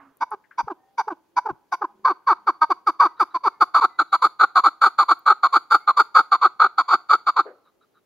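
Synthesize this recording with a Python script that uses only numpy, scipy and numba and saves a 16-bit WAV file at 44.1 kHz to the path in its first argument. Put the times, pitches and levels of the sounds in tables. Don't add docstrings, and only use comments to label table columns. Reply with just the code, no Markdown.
import sys
import numpy as np
from scipy import signal
from scipy.io import wavfile
from scipy.ndimage import uniform_filter1d, minimum_filter1d
from numba import njit

SR = 44100
rng = np.random.default_rng(int(sys.argv[2]) if len(sys.argv) > 2 else 0)


def volts(x):
    e = np.asarray(x, float) / 20
    return 10 ** e


def to_wav(s):
    ch = np.atleast_2d(s).T
    pcm = np.round(np.clip(ch, -1, 1) * 32767)
    wavfile.write(sys.argv[1], SR, pcm.astype(np.int16))


N = 355181

# start in seconds, time to the peak in seconds,
# length in seconds, peak effort in dB, first pitch in Hz.
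CLUCKS = [(.201, 0.043, 0.047, -11, 291), (.573, 0.024, 0.054, -16, 293.7),
          (.972, 0.024, 0.057, -15, 523.8), (1.358, 0.044, .044, -5.5, 334.3),
          (1.714, 0.015, 0.052, -15.5, 370)]
TICKS = [(.307, .02, 0.057, -26.5, 456), (.673, .007, 0.023, -15.5, 459), (1.071, 0.013, 0.032, -21, 458.6),
         (1.449, 0.018, 0.042, -22, 486.4), (1.809, .011, 0.036, -18.5, 448.2)]
GRUNTS = [(.693, 0.006, 0.048, -24, 452.4), (1.095, 0.0057, 0.052, -23, 426.8),
          (1.479, 0.0066, 0.048, -19.5, 470.4), (1.832, 0.017, 0.035, -20, 396)]
CHUKS = [(2.04, .017, 0.096, -8.5, 584.3), (2.263, 0.04646, 0.082, -9, 588.7),
         (2.99, 0.02, 0.095, -5.5, 594.3), (4.389, 0.05015, .073, -4, 562),
         (4.809, 0.0328, 0.086, -3.5, 590.7), (5.254, 0.0527, .086, -4, 623.6),
         (5.7, 0.0489, 0.077, -4.5, 605.3), (6.142, .027, .081, -1, 648.7),
         (6.591, 0.03175, 0.09, -3.5, 633), (7.087, 0.051, .082, -5, 669.8)]
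PIPS = [(2.463, 0.024, 0.056, -9.5, 496.3), (2.861, 0.019, 0.057, -9.5, 471.1),
        (3.19, 0.022, 0.06, -9, 515), (3.6, 0.022, .051, -5.5, 479.6), (3.981, .016, 0.059, -7, 396.4)]
KAS = [(2.608, 0.015, 0.052, -7.5, 323.4), (3.336, 0.025, 0.05, -17, 378.6),
       (3.736, 0.027, 0.084, -7.5, 347.3), (4.117, 0.024, .058, -9.5, 412.6),
       (4.548, 0.028, 0.07, -7, 398.5), (4.977, 0.023, 0.074, -7.5, 479), (5.424, 0.022, 0.061, -8, 390.5),
       (5.867, 0.026, .06, -8.5, 395.1), (6.31, .021, 0.065, -7.5, 408.9),
       (6.773, 0.015, 0.058, -8.5, 391.4), (7.259, 0.0326, 0.057, -11, 387.5)]
RAS = [(2.694, 0.026, 0.045, -11.5, 448.4), (3.429, 0.052, 0.067, -9.5, 591),
       (3.801, .047, .07, -6.5, 599.2), (4.212, .038, 0.072, -6, 569), (4.629, 0.0392, 0.071, -4.5, 529.4),
       (5.076, 0.042, 0.069, -5.5, 523.3), (5.518, 0.047, 0.074, -5, 586.1),
       (5.961, 0.0415, .072, -4, 594.7), (6.406, 0.0485, .08, -4, 619.7), (6.873, 0.0657, .097, -5, 573.7),
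       (7.354, 0.04262, 0.072, -7, 560.7)]


@njit
def band(x, hz, width):
    y, b, l = np.empty(len(x)), 0., 0.
    for i in range(len(x)):
        g, k = np.tan(np.pi * hz[i] / SR), width / hz[i]
        v = (b + g * (x[i] - l)) / (1 + g * (g + k))
        b, l, y[i] = 2 * v - b, l + 2 * g * v, k * v
    return y


def svf(x, hz, width):
    return band(x, hz + np.zeros(len(x)), 1. * width)


def ring(x, hz, width):
    return svf(svf(x, hz, 1.5 * width), hz, 1.5 * width)


def steady(x, seconds):
    k = int(seconds * SR)
    return x / np.sqrt(uniform_filter1d(uniform_filter1d(x ** 2, k), k) + 1e-18)


def pan(x, db):
    return x * volts(np.array([[db / 2], [-db / 2]]))


def partridge():
    # its notes, then climb to the peak in dB/s, sag after it in dB/s,
    # throb in dB, last pitch in Hz, throat shift in Hz, throat glide in Hz, beak in dB, gulp in dB.
    kinds = [(CLUCKS, (352, 401, 0.5, 330, -15.5, -44.5, -25.5, -41)),
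             (TICKS, (110, 507.5, -22, 370, 45, -100, -38, -33.5)),
             (GRUNTS, (93, 399.5, 3.5, 259.5, 6, -100, -42, -27.5)),
             (CHUKS, (61.5, 147, 5.5, 270, 34.5, 3, -32, -23)),
             (PIPS, (297.5, 448, 1.5, 250, 34.5, -150, -31.5, -24)),
             (KAS, (205.5, 328, -0.5, 300, -49.5, -200, -31, -33)),
             (RAS, (270.5, 403.5, 3.5, 265, -29, 254, -31.5, -22))]
    # time in seconds, beak gape from 0 to 1,
    # dB added at the top of the spectrum (negative while the head points away).
    head = [(0, 0.1, -13), (1.699, 0.01, 3), (2.1, 0.42, -1), (3.401, 0.48, -0.5), (4.002, 1, 4.5),
            (6.101, 0.93, -2), (6.399, 0.99, -9)]
    # time in seconds, roughness from 0 to 1 of a note of middle brightness.
    hoarseness = [(0, .5), (1.9, .45), (2.05, .5), (2.4, .22), (2.8, .15), (3, .4), (3.25, .2), (3.6, .4),
                  (4.3, .5), (8, .55)]

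    t = np.arange(N) / SR
    notes = np.array(sorted(row + shape for rows, shape in kinds for row in rows), float)
    note = np.clip(np.searchsorted(notes[:, 0], t) - 1, 0, None)
    (start, rise, length, peak_db, first_hz, climb, sag, throb_db,
     last_hz, shift_hz, glide_hz, beak_db, gulp_db) = notes[note].T
    since, left = t - start, length - (t - start)
    along = np.clip(since / length, 0, 1.02)
    pitch = first_hz + (last_hz - first_hz) * along
    vary = rng.standard_normal(len(notes))[note]

    s, *posture = np.transpose(head)
    gape, away_db = (np.interp(t, s, c) for c in posture)
    throat_hz = 880 + 370 * np.sqrt(np.abs(gape)) + shift_hz + glide_hz * (along - .5)
    beak_db = beak_db + 9.5 * gape
    gulp_db = gulp_db - 6.5 * gape

    rough = np.interp(t, *np.transpose(hoarseness)) + np.clip(.02 * (beak_db + 33), -.2, .2)
    spread = np.array([.17 * rough ** 2, .55 * rough])
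    pulses, phase = syrinx(pitch, spread, rng.standard_normal((N // 40, 2)))
    source = pulses + .09 * rough * np.exp(-phase / .5) * rng.standard_normal(N)
    rasp = source + .18 * rough * rng.standard_normal(N)

    late = since - rise
    throb = 1 - np.cos(2 * np.pi * 41.3 * late)
    held_db = peak_db + np.minimum(climb * late, -sag * late)
    held_db = held_db - throb_db * rough * np.sqrt(np.abs(gape)) * throb
    attack_s, attack_db, release_s, release_db = .011, 46, .014, 34
    edge_db = attack_db * np.maximum(1 - since / attack_s, 0)
    edge_db = edge_db + release_db * np.maximum(1 - left / release_s, 0)
    effort = volts(held_db - edge_db) * (since < length) + 1e-9
    effort = uniform_filter1d(uniform_filter1d(effort, size=50), size=50)
    flow = uniform_filter1d(effort ** .75, size=150)
    flow = flow * volts(-9 * np.clip(1 - left / .021, 0, 1))

    beak_gain = flow * uniform_filter1d(volts(beak_db - 5.5), size=200)
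    out = throat(source, throat_hz, gape, effort) + beak_gain * beak(rasp, rough, gape, away_db, vary)
    crop = volts(-30) * effort * steady(ring(rasp, 560, 260), .012)
    out = out + pan(gulp(source, pitch, gulp_db, since, left) + crop, -1.8)
    return side_branches(out + chest(flow))


@njit
def syrinx(hz, spread, chance):
    pulses, phase, p, k = np.zeros(len(hz) + 1), np.empty(len(hz)), 0., 0
    for i in range(len(hz)):
        step = hz[i] * np.exp(spread[0, i] * chance[k, 0]) / SR
        p += step
        if p >= 1:
            p, k = p - 1, k + 1
            size = np.exp(spread[1, i] * chance[k, 1])
            pulses[i] += size * p / step
            pulses[i + 1] += size * (1 - p / step)
        phase[i] = p
    return pulses[:-1], phase


def throat(source, throat_hz, gape, effort):
    # centre in Hz, width in Hz, level in dB, dB added at full gape.
    windpipe = [(920, 280, -12, -2), (1500, 240, -3, -16)]
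    out = ring(source, throat_hz, 180)
    for hz, width, db, gape_db in windpipe:
        out = out + volts(db + gape_db * gape) * ring(source, hz, width)
    passband = signal.butter(4, (770, 1600), "band", fs=SR, output="sos")
    out = effort * steady(signal.sosfilt(passband, out), .004)
    return out + volts(-18) * np.roll(out, 9) * np.array([[-1], [1]])


def beak(rasp, rough, gape, away_db, vary):
    # centre in Hz, width in Hz, level in dB, dB added at full gape,
    # left minus right in dB, lag of the right in samples.
    rings = [(1997, 490, -1, -3.5, -2, 0.5), (2211, 171, 4, -11.5, 7, 3.8), (3603, 500, -6.5, 2, -5, 3),
             (5427, 790, 6, -23, -1.5, 16.5), (6950, 600, -28, 11.5, 12.5, 5),
             (10410, 1600, -15.5, -3, 4, 11.5), (11570, 3800, -19, -5.5, 3, 3.5),
             (14200, 1400, -24, -8, 8.5, 1.4)]
    moving = (4800 - 450 * gape + 90 * vary, 350, 2, 0, -5, -1)
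    out, hiss = 0, rng.standard_normal((2, N))
    for hz, width, db, gape_db, pan_db, lag in rings + [moving]:
        top = np.mean(hz) / 1e4
        ports = np.array([rasp, np.roll(rasp, int(lag))]) + .1 * top ** 2 * hiss
        shine = np.array([steady(svf(ring(p, hz, width), hz, 2 * width), .039) for p in ports])
        level_db = db + gape_db * gape + min(top, 1) ** 2 * away_db + 3.8 * top * vary
        out = out + volts(level_db) * pan(shine, pan_db)
    return out


def gulp(source, pitch, gulp_db, since, left):
    left = left - .021
    swell_db = gulp_db - 750 * np.maximum(left, 0) + 1900 * np.minimum(left, 0)
    tone = steady(ring(source, np.minimum(pitch, 470), 210), .014)
    onset = np.clip(since / .0016, 0, 1)
    return tone * uniform_filter1d(volts(swell_db) * onset, size=300)


def chest(flow):
    mid, side = rng.standard_normal((2, N))
    rumble = [steady(ring(mid + .46 * h, 80, 120), .12) for h in (side, -side)]
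    return pan(volts(-57.5) * flow * np.array(rumble), 1.5)


def side_branches(voice):
    # centre in Hz, width in Hz, share swallowed.
    valleys = [(1723, 740, 0.88), (2902, 27, 0.48), (5370, 1200, 0.96), (8200, 770, 0.87)]
    for hz, width, share in valleys:
        voice = np.array([ch - share * svf(ch, hz, width) for ch in voice])
    return voice


def surroundings(bird, t60=.63, bush_db=-31, rock_db=-35, rock_s=.06):
    t = np.arange(int(.5 * SR)) / SR
    bushes = volts(bush_db - 60 * t / t60) * np.clip(t / .006, 0, 1)
    rocks = volts(rock_db) * np.exp(-((t - rock_s) / .015) ** 2)
    mid, side = rng.standard_normal((2, len(t)))
    side = side - .7 * svf(side, 900, 1800)
    tails = (bushes + rocks) * np.array([mid + .8 * side, mid - .8 * side]) / np.sqrt(.03 * SR)
    tails = tails + volts(-42 - 60 * t / .25) * np.diff(rng.standard_normal((2, len(t) + 1)))
    voice = bird.mean(axis=0)
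    voice = voice - .5 * svf(voice, 1250, 500)
    return signal.fftconvolve(voice[None], tails, axes=1)[:, :N]


def rival():
    # start in seconds, end in seconds,
    # throat ring in Hz, level in dB.
    far_clucks = [(3.165, 3.2, 1260, -50), (3.3, 3.34, 1280, -53), (7.635, 7.71, 1200, -61),
                  (7.805, 7.855, 1280, -61), (7.94, 8.0, 1290, -62)]
    t, noise, out = np.arange(N) / SR, rng.standard_normal(N), np.zeros(N)
    far_beak = volts(-12) * steady(ring(noise, 3870, 160), .05)
    for t0, t1, hz, db in far_clucks:
        swell = np.sin(np.pi * np.clip((t - t0) / (t1 - t0), 0, 1))
        out += volts(db) * swell * (steady(ring(noise, hz, 170), .05) + far_beak)
    return out


def neighbours():
    # start in seconds, end in seconds, first pitch in Hz, last pitch in Hz, level in dB.
    far_calls = [(-.02, .13, 285, 268, -56), (.747, .979, 750, 798, -62), (.764, .92, 1810, 1840, -76),
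                 (1.278, 1.38, 345, 340, -67), (1.877, 2.15, 218, 200, -66), (1.927, 2.076, 370, 390, -60),
                 (1.87, 1.931, 820, 814, -52), (2.35, 2.564, 212, 213, -70),
                 (3.066, 3.139, 2000, 1960, -63), (3.5, 3.6, 2170, 2150, -67),
                 (3.895, 3.985, 2010, 2000, -59), (5.8, 5.862, 2100, 2240, -58),
                 (3.92, 3.97, 3830, 3850, -69), (4.075, 4.12, 3920, 3850, -63),
                 (3.53, 3.6, 1760, 1750, -71)]
    t, out = np.arange(N) / SR, np.zeros(N)
    wobble = steady(svf(rng.standard_normal(N), 25, 40), .3)
    for t0, t1, hz0, hz1, db in far_calls:
        u = np.clip((t - t0) / (t1 - t0), 0, 1)
        hz = hz0 + (hz1 - hz0) * u + 4.8 * wobble
        tone = np.sin(2 * np.pi * np.cumsum(hz) / SR)
        out += volts(db + 3 * np.roll(wobble, 900)) * np.sin(np.pi * u) ** .5 * tone
    return out


def small_noises():
    # start in seconds, length in seconds, centre in Hz, width in Hz, level in dB,
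    # left minus right in dB.
    bumps = [(-.02, 0.16, 1090, 880, -47.5, -6), (0.17, 0.0033, 11800, 9070, -48, 11),
             (0.307, 0.0033, 10700, 8900, -50, 10), (0.438, 0.031, 1750, 500, -51.5, 8),
             (.508, 0.047, 1500, 704, -46, 5), (0.627, 0.039, 116, 117, -51, 28),
             (1.507, 0.035, 113, 120, -46, 22), (5.192, 0.0056, 14500, 2800, -53.5, -18),
             (7.451, .1, 480, 349, -35, 3.5), (7.46, 0.08, 1400, 818, -51.5, -20)]
    t, noise, out = np.arange(N) / SR, rng.standard_normal(N), np.zeros((2, N))
    for t0, length, hz, width, db, pan_db in bumps:
        u = np.maximum(t - t0, 0) / length
        fade = np.clip(8 * u, 0, 1) * np.exp(-2.5 * u)
        grain = steady(ring(ring(noise, hz, width), hz, width), .2)
        out += pan(volts(db) * fade * grain, pan_db)
    return out


def air():
    # frequency in Hz, level in dB per Hz.
    colour = [(30, -23.5), (120, -16), (400, -8), (900, -19.5), (2000, -27), (6000, -32), (15500, -47)]
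    out, (hz, db) = 0, np.transpose(colour)
    for f in 35 * 2 ** np.arange(0, 8.9, .5):
        mid, side, drift = rng.standard_normal((3, N))
        drift_db = 1.4 * steady(svf(drift, 2.9, 5), 1.5)
        gain = volts(np.interp(np.log(f), np.log(hz), db) + drift_db)
        mid, side = (ring(v, f, f / 3) for v in (mid, side))
        out = out + gain * (mid + .7 * side * np.array([[1], [-1]]))
    return volts(-69) * out / np.sqrt(np.mean(out ** 2))


def scene():
    bird = partridge()
    return bird + surroundings(bird) + rival() + neighbours() + small_noises() + air()


def top_cut(x):
    return signal.sosfilt(signal.butter(12, 16480, fs=SR, output="sos"), x)


def record(dry):
    high = signal.butter(4, 9300, "high", fs=SR, output="sos")
    hiss = volts(-77) * signal.sosfilt(high, rng.standard_normal((2, N)))
    sound = np.array([ch - svf(ch, 8400, 670) for ch in dry + hiss])
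    sound = signal.sosfilt(signal.ellip(8, .3, 60, 15700, fs=SR, output="sos"), sound)
    room = np.minimum(.97 / (np.abs(sound).max(axis=0) + 1e-9), 1)
    gain = uniform_filter1d(minimum_filter1d(room, size=200), size=200)
    return top_cut(sound * gain)


dry = scene()
out = record(dry)
to_wav(out)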